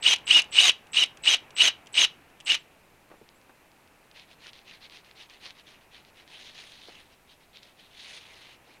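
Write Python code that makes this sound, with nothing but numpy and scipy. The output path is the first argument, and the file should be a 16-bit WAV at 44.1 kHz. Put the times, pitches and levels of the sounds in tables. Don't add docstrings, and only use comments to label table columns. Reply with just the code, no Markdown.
import sys
import numpy as np
from scipy import signal
from scipy.fft import rfft, irfft
from scipy.io import wavfile
from scipy.ndimage import uniform_filter1d

SR = 44100
rng = np.random.default_rng(int(sys.argv[2]) if len(sys.argv) > 2 else 0)


def inscribe(sig):
    pcm = np.round(np.clip(np.atleast_2d(sig).T, -1, 1) * 32767)
    wavfile.write(sys.argv[1], SR, pcm.astype(np.int16))


def attenuation_scalar(level_db):
    decades = np.asarray(level_db, float) / 20
    return 10 ** decades


N = 388080
TIME = np.arange(N) / SR


def rms_one(x):
    return x / np.sqrt(np.mean(x ** 2) + 1e-20)


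def in_time(tables, rest):
    rows = []
    for table in tables:
        rows += [(table[0][0] - .002, *rest), *table, (table[-1][0] + .004, *rest)]
    s, *columns = np.transpose(rows)
    return [np.interp(TIME, s, column) for column in columns]


def coloured(x, points):
    hz, level_db = np.transpose(points)
    grid = np.maximum(np.fft.rfftfreq(4096, 1 / SR), 1)
    log_gain = np.interp(np.log(grid), np.log(hz), level_db) * np.log(10) / 20
    cepstrum = irfft(log_gain)
    cepstrum[1:2048] *= 2
    cepstrum[2049:] = 0
    response = irfft(np.exp(rfft(cepstrum)))
    return signal.fftconvolve(x, response)[:N]


def band(x, low_hz, high_hz):
    return signal.sosfilt(signal.butter(2, [low_hz, high_hz], "band", fs=SR, output="sos"), x)


def resonance(x, hz, width_hz):
    r = np.exp(-np.pi * width_hz / SR)
    poles = [1, -2 * r * np.cos(2 * np.pi * hz / SR), r * r]
    return signal.lfilter([(1 - r * r) / 2, 0, (r * r - 1) / 2], poles, x)


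def drift(rate_hz):
    r = np.exp(-16 * np.pi * rate_hz / SR)
    slow = signal.lfilter([1], [1, -2 * r, r * r], rng.standard_normal(N // 8 + 5002))
    slow = rms_one(slow[5000:])
    return np.interp(np.arange(N) / 8, np.arange(len(slow)), slow)


def tone(hz):
    return np.sqrt(2) * np.sin(2 * np.pi * np.cumsum(hz) / SR)


def add(out, s, level_db, decay_s, shape):
    i = round(s * SR)
    dying = attenuation_scalar(level_db) * shape * np.exp(-TIME[:len(shape)] / decay_s)
    out[i:i + len(shape)] += dying[:N - i]


REST_HZ, PASSING_HZ = 299, 4350
RUN_UP_BEND, COAST_BEND = 1.15, 1.4
STOP_S = .003
RATTLE_FOLLOWS = .4
# (stage, whine level [dB], rattle level [dB], whistle level [dB])
STAGES = [
    (0, -38, -50, -55),
    (.3, -37, -45, -47),
    (.5, -35, -39, -44),
    (1, -32, -30.5, -41.5),
    (1.55, -35, -30.5, -39),
    (2.01, -32.5, -29.5, -50),
    (3, -33, -28.5, -70),
]


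def pull(start, passing, top, top_hz, effort_db, brake, brake_hz, coast_db):
    marks = [start, passing, top, brake + STOP_S]
    s = np.linspace(start, marks[-1], num=40)
    stage = np.interp(s, marks, range(4))
    rising_arch = (top_hz - PASSING_HZ) * (stage - 2) ** 2
    falling_arch = (top_hz - brake_hz) * np.abs(stage - 2) ** COAST_BEND
    arch = np.where(s > top, falling_arch, rising_arch)
    run_up_hz = REST_HZ + (PASSING_HZ - REST_HZ) * stage ** RUN_UP_BEND
    mesh_hz = np.where(s < passing, run_up_hz, top_hz - arch)
    at, *levels = np.transpose(STAGES)
    effort_db = effort_db * np.minimum(stage, 1)
    whine_db, rattle_db, switch_db = [np.interp(stage, at, db) + effort_db for db in levels]
    coast_db = coast_db * np.clip(stage - 2, 0, 1) ** .5
    return np.transpose([s, mesh_hz, whine_db + coast_db, rattle_db + RATTLE_FOLLOWS * coast_db, switch_db])


QUIET_S = 3
TAKE_UP_S, RUN_OUT_DB_S = .013, 950
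# (start [s], passing speed [s], top speed [s], top gear mesh [Hz], effort [dB])
PULLS = [
    (0.011, 0.064, 0.099, 6123, 0.5),
    (.255, .31, 0.36, 5420, 0.5),
    (.51, .588, .648, 7169, 2.5),
    (0.919, 0.971, 1.0, 5900, -2),
    (1.224, 1.277, 1.307, 6190, -0.5),
    (1.552, 1.607, 1.642, 6447, 1),
    (1.927, 1.979, 2.01, 6470, 0),
    (2.45, 2.501, 2.5, 5506, -1),
]
# (time [s], peak level [dB], mesh left [Hz], rebound level [dB], coasting whine [dB])
BRAKES = [
    (.137, 0, 5700, -13, 0),
    (0.3954, -3, 5000, -13, -1),
    (.6933, 1, 5430, -21.5, 1),
    (1.0361, 0, 5000, -23.5, -1),
    (1.3437, -2, 5480, -21, -1),
    (1.6822, -11, 5500, -30, 0.5),
    (2.0466, -7, 5530, -30, 2.5),
    (2.5512, -14, 4630, -32, -9),
]


def drill_course():
    n = QUIET_S * SR
    courses = [pull(*p, b[0], b[2], b[4]) for p, b in zip(PULLS, BRAKES)]
    columns = in_time(courses, (REST_HZ, -120, -120, -120))
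    mesh_hz, whine_db, rattle_db, switch_db = [column[:n] for column in columns]
    for start, *_ in PULLS:
        rattle_db[round((start - .01) * SR):round((start + TAKE_UP_S) * SR)] = -120
    run_out_db = RUN_OUT_DB_S * TIME[:n]
    rattle_db = np.maximum.accumulate(rattle_db + run_out_db) - run_out_db
    return mesh_hz, whine_db, rattle_db, switch_db


SHIELD_DB = -8
# (multiple of the top mesh, level [dB], mesh above which it sings [Hz],
# change when coasting [dB], frequency above which the housing shields it [Hz])
MESHES = [
    (1.001, 2.5, 4400, 1.5, 6750),
    (.675, 6, 4200, -8, 3950),
    (.535, 2, 4400, -.5, 6750),
    (.165, -1, 7200, 2, 6750),
    (.105, 0, 6800, 0, 6750),
    (.061, 1, 5000, 0, 340),
]


def gear_whine(mesh_hz):
    n = len(mesh_hz)
    coasting = uniform_filter1d(1. * (np.gradient(mesh_hz) < 0), 600)
    whine = 0
    for k, db, from_hz, coast_db, shield_hz in MESHES:
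        sings = np.clip(mesh_hz / from_hz, 0, 1) ** 8
        wobble_db = 1.5 * drift(120)[:n]
        waver = .0015 * drift(150)[:n]
        shield_db = SHIELD_DB * np.clip((k * mesh_hz / shield_hz - 1) / .03, 0, 1)
        level_db = db + coast_db * coasting + wobble_db + shield_db
        whine = whine + sings * attenuation_scalar(level_db) * tone(k * mesh_hz * (1 + waver))
    return whine


def gear_rattle(mesh_hz, speed):
    n = len(mesh_hz)
    turn = 1 + .2 * tone(MESHES[-1][0] * mesh_hz)
    grit = rng.standard_normal(n) * turn * attenuation_scalar(2 * drift(400)[:n])
    low = band(grit, 29.99, 1900) * (speed ** 0.29 - 1)
    upper = band(grit, 4400, 9400) * (speed ** 1.1 - 1)
    top = band(grit, 7200, 18000) * (0.82 * speed ** 1.1 - 1)
    return grit + low + upper + top


SWITCH_HZ, SIDEBAND = 7850, 0.146


def speed_control_whistle(mesh_hz):
    offset = SIDEBAND * mesh_hz
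    blur = drift(250)[:len(mesh_hz)]
    carrier = attenuation_scalar(-4) * tone(SWITCH_HZ + 0 * offset)
    lower = attenuation_scalar(-7.5) * tone(SWITCH_HZ - 0.63 * offset)
    return tone(SWITCH_HZ + offset) + blur * (carrier + lower)


REBOUND_S, REBOUND_LOSS_DB = .0235, 14
REBOUND_TOP_DB, BRAKE_TOP_DB = -9, -19
# (time [s], peak level [dB], share of top end [dB])
CLACKS = [(0.5178, -30, -10), (0.8694, -34, -8), (1.1717, -27, -7), (1.2343, -29, -13), (1.506, -29, -8),
          (1.5656, -28, -13), (1.8601, -38, -8), (1.8701, -25, -10), (1.9331, -29, -10), (2.301, -44, -7),
          (2.4021, -25, -10), (2.4081, -26, -10), (2.4586, -24, -12), (2.4687, -18, -16)]


def clacks():
    hits = [(s, db, BRAKE_TOP_DB) for s, db, *_ in BRAKES]
    for s, _, _, db, _ in BRAKES:
        for k in range(2):
            hits.append((s + REBOUND_S * (k + 1), db - REBOUND_LOSS_DB * k, REBOUND_TOP_DB))
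    hits = hits + list(CLACKS)
    out = np.zeros(N)
    for (s, db, top_db), noise in zip(hits, rng.standard_normal((len(hits), 900))):
        dull = rms_one(band(noise, 340, 2000))
        body = rms_one(band(noise, 2495, 3500))
        bright = rms_one(band(noise, 5000, 9400)) + attenuation_scalar(-13) * rms_one(band(noise, 7000, 10000))
        broad = rms_one(band(noise, 1700, 6800))
        grit = attenuation_scalar(-13) * dull + body + attenuation_scalar(top_db + 4) * bright + attenuation_scalar(top_db + 12.5) * broad
        add(out, s, db - 8.5, .0035, grit / np.abs(grit[:130]).max())
    return band(out, 300, 7700)


# (time [s], peak level [dB])
JAMS = [
    (.3495, -12),
    (1.3125, -12),
    (1.6555, -6),
    (2.0175, -4),
    (2.5195, -6),
]


def jams():
    out = np.zeros(N)
    snap = band(band(signal.unit_impulse(400), 1800, 4600), 2000, 4200)
    for s, db in JAMS:
        add(out, s, db, .004, snap / np.abs(snap).max())
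    return out


STANDING_DRIVE_DB = -3.5
# (frequency [Hz], level [dB per Hz])
HOUSING = [(70, -68), (150, -37.5), (800, -25.5), (1720, -21), (2500, -9.5), (3300, -13), (4000, -16.5),
           (4760, -21), (6500, -22), (7200, -27), (9500, -30.5), (11800, -49), (13500, -38), (15500, -55)]
# (frequency [Hz], width [Hz], level [dB])
RINGS = [
    (2920, 86, 14),
    (3150, 56, -0.5),
    (3830, 150, 3.5),
    (6310, 500, 2.5),
]


def drill():
    mesh_hz, whine_db, rattle_db, switch_db = drill_course()
    n = len(mesh_hz)
    speed = np.clip(signal.lfilter([.003], [1, -.997], mesh_hz) / 6000, .1, 2)
    struck = coloured(attenuation_scalar(whine_db + 13.5) * gear_whine(mesh_hz), HOUSING)[:n]
    rattle = coloured(attenuation_scalar(rattle_db + 25.5) * gear_rattle(mesh_hz, speed), HOUSING)[:n]
    knocks = (clacks() + jams())[:n]
    standing = uniform_filter1d(1. * (whine_db < -100), 300)
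    standing_db = STANDING_DRIVE_DB * standing
    drive = struck + attenuation_scalar(-7.5 + standing_db) * rattle / speed ** 0.13 + attenuation_scalar(-9.5 + standing_db) * knocks
    rings = sum(attenuation_scalar(db) * resonance(drive, hz, max(width, 60)) for hz, width, db in RINGS)
    tool = struck + knocks + rattle + attenuation_scalar(switch_db) * speed_control_whistle(mesh_hz)
    return np.pad([tool, rings], ((0, 0), (0, N - n)))


YARD_T60_S, YARD_DB = 0.22, -25


def yard(x):
    s = TIME[:SR // 2]
    tail = rng.standard_normal(SR // 2) * attenuation_scalar(-60 * s / YARD_T60_S) * (s > .012)
    tail = band(tail, 597, 4600)
    return attenuation_scalar(YARD_DB) * signal.fftconvolve(x, tail / np.sqrt(np.sum(tail ** 2)))[:N]


EDGE_DB, EDGE_BEND, CREST_DB = 13, 4.0, 8


def stroke(start, strongest, end, level_db, centre_hz):
    s = np.linspace(start + .003, end - .005, num=15)
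    away = np.abs(np.interp(s, [start, strongest, end], [-1, 0, 1]))
    swell_db = level_db - 1.5 - CREST_DB * away - EDGE_DB * away ** EDGE_BEND
    return np.transpose([s, swell_db, centre_hz + 0 * s])


CRACKLES_PER_S, CRACKLE_DB = 78, 8
DRAG_BRIGHT_DB, STROKE_DULL_DB = 2.5, -1.5
BRIGHT_WITH_LEVEL = .3
# (start [s], strongest [s], end [s], level [dB], centre [Hz])
STROKES = [(4.136, 4.171, 4.266, -49, 2696), (4.264, 4.323, 4.36, -54.5, 2950),
           (4.382, 4.482, 4.515, -46, 2795), (4.52, 4.547, 4.635, -51, 3470),
           (4.641, 4.71, 4.795, -48, 3100), (4.801, 4.843, 4.885, -48, 3350),
           (4.897, 4.94, 5.025, -46.5, 2720), (5.035, 5.06, 5.15, -54.5, 2900),
           (5.149, 5.208, 5.275, -46, 2900), (5.284, 5.307, 5.4, -50, 3000),
           (5.396, 5.46, 5.535, -44, 3700), (5.535, 5.597, 5.63, -52, 3290),
           (5.638, 5.687, 5.81, -52, 2880), (5.8, 5.818, 5.87, -58, 2700),
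           (5.897, 5.956, 6.04, -50.5, 2640), (6.036, 6.085, 6.12, -57.5, 2750),
           (6.136, 6.195, 6.25, -51.5, 2700), (7.07, 7.133, 7.165, -58.5, 2970),
           (7.263, 7.319, 7.36, -55, 3150), (7.39, 7.414, 7.47, -60, 2950),
           (7.526, 7.559, 7.62, -51.5, 3350), (7.617, 7.628, 7.75, -53, 3310),
           (8.59, 8.747, 8.81, -57, 2477)]
# (time [s], level [dB], centre [Hz])
DRAGS = [
    [(6.265, -64, 3630), (6.309, -51.5, 3020), (6.467, -50, 3062), (6.527, -55.5, 3040), (6.603, -47, 3510),
     (6.635, -52, 3280), (6.799, -53, 3800), (6.995, -53.5, 2634), (7.075, -66, 3176)],
    [(7.765, -70, 3017), (7.799, -56, 3300), (7.885, -62.5, 3090), (8.005, -49, 3700), (8.083, -46.5, 3030),
     (8.179, -46.5, 2760), (8.203, -53, 2775), (8.543, -53.5, 2680), (8.585, -73, 2430)],
]
# (frequency [Hz], level [dB per Hz])
CANVAS = [(250, -12.5), (900, -9), (1400, -10), (1900, -2), (2500, -1.5), (4200, -1), (4700, -6),
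          (6600, -13), (7200, -22), (8400, -23.5), (9300, -16.5), (10800, -18), (11800, -31),
          (15000, -47.5)]


def rubbing():
    next_starts = [row[0] for row in STROKES[1:]] + [N / SR]
    ends = np.minimum([row[2] for row in STROKES], next_starts)
    short = [stroke(start, strongest, end, db, hz) for (start, strongest, _, db, hz), end in zip(STROKES, ends)]
    moves = sorted(short + list(DRAGS), key=lambda t: t[0][0])
    rub_db, centre_hz = in_time(moves, (-72, 3000))
    dragging = sum((TIME > t[0][0]) & (TIME < t[-1][0]) for t in DRAGS)
    tilt_db = np.where(dragging, DRAG_BRIGHT_DB + BRIGHT_WITH_LEVEL * (rub_db + 50), STROKE_DULL_DB)
    slips = rng.standard_normal((2, N)) * attenuation_scalar(1.96 * drift(250))
    snapping = rng.random(N) < CRACKLES_PER_S / SR
    slips = slips + attenuation_scalar(CRACKLE_DB) * rng.laplace(size=N) * snapping
    edges = 250 * 2 ** np.arange(0, 5.6, .33)
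    out = 0
    for k, (low, high) in enumerate(zip(edges, edges[1:])):
        near = np.exp(-(np.log2(centre_hz / np.sqrt(low * high)) / .35) ** 2)
        above_db = tilt_db * max(np.log2(low / 3500), 0)
        out = out + attenuation_scalar(1.9 * drift(14) + 3.5 * near + above_db) * band(slips[k % 2], low, high)
    return attenuation_scalar(rub_db) * rms_one(coloured(out, CANVAS))


# (time [s], peak level [dB])
TICKS = [(3.2902, -37), (3.4146, -46.5), (3.717, -45.5), (3.876, -46), (4.114, -38), (4.197, -33),
         (4.469, -31), (4.533, -33), (4.591, -37), (4.616, -45), (4.712, -34), (4.8984, -35), (4.9719, -33),
         (5.047, -41), (5.1126, -35.5), (5.2253, -41), (5.2987, -36), (5.457, -29), (5.464, -28),
         (5.5069, -30.5), (5.5972, -40), (6.0498, -40), (6.2778, -36), (6.4575, -39), (6.5797, -35),
         (6.6004, -35.5), (6.818, -35), (7.5716, -32), (7.6316, -34), (7.9999, -39)]


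def ticks():
    out = np.zeros(N)
    pitch_hz = 3500 * 2 ** rng.normal(0, .12, len(TICKS))
    for (s, db), hz in zip(TICKS, pitch_hz):
        snap = band(band(signal.unit_impulse(300), hz * .5, hz * 1.5), hz * .5, hz * 1.5)
        add(out, s, db + 0.5, .003, snap / snap.max())
    return out


# (time [s], peak level [dB], centre [Hz])
THUDS = [
    (3.101, -41.5, 528),
    (3.115, -36, 510),
    (3.139, -41, 546),
    (3.213, -39, 263),
    (3.494, -42, 795),
    (4.46, -39.5, 1110),
    (5.459, -41, 880),
    (6.884, -35, 410),
]


def thuds():
    out = np.zeros(N)
    for (s, db, hz), noise in zip(THUDS, rng.standard_normal((len(THUDS), 2000))):
        add(out, s, db - 9.5, .012, rms_one(band(noise, hz * 0.4, hz * 2.0)))
    return out


# (start [s], length [s], from [Hz], to [Hz], level [dB])
BIRD = [
    (2.585, .035, 7850, 7400, -67),
    (3.175, 0.025, 7320, 7320, -74.5),
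    (3.34, 0.0496, 7240, 8100, -71),
]


def bird():
    out = 0
    for s, length, from_hz, to_hz, db in BIRD:
        part = np.clip((TIME - s) / length, 0, 1)
        out = out + attenuation_scalar(db) * np.sin(np.pi * part) * tone(from_hz + (to_hz - from_hz) * part)
    return out


AIR_DB, RUMBLE_DB = -3.5, -16.5
# (time [s], level [dB])
TRAFFIC = [(0.0, -50), (0.56, -50.5), (0.76, -54), (1.39, -51), (2.99, -58.5), (6.72, -58), (7.3, -61.5),
           (8.02, -60), (8.28, -57), (8.8, -57)]
# (frequency [Hz], level [dB per Hz])
AIR = [(76, -44), (130, -9.5), (291, -9), (500, -9.5), (849, -8), (1150, -12), (1950, -13.5), (2650, -12),
       (3600, -33.5), (4680, -62.5), (7920, -120)]


def traffic():
    level_db, = in_time([TRAFFIC], (-62,))
    roar = rms_one(coloured(rng.standard_normal(N), AIR))
    rumble = rms_one(band(rng.standard_normal(N), 45, 129.94))
    return attenuation_scalar(level_db + AIR_DB) * roar + attenuation_scalar(level_db + RUMBLE_DB) * rumble


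HISS_DB = -64
# (frequency [Hz], level [dB per Hz])
HISS = [(20, 0.5), (60, -4), (300, -5.5), (3500, -20.5), (12000, -21), (15600, -26)]


def hiss():
    return attenuation_scalar(HISS_DB) * rms_one(coloured(rng.standard_normal(N), HISS))


RING_OUT_DB = -4


def scene():
    tool, rings = drill()
    reflected = yard(tool + attenuation_scalar(RING_OUT_DB) * rings)
    work = rubbing() + ticks() + thuds()
    background = bird() + traffic() + hiss()
    return (tool + rings + reflected + work + background)[None]


def top_cut(x):
    return signal.sosfilt(signal.butter(12, 15710, fs=SR, output="sos"), x)


def record(dry):
    return top_cut(dry)


dry = scene()
out = record(dry)
inscribe(out)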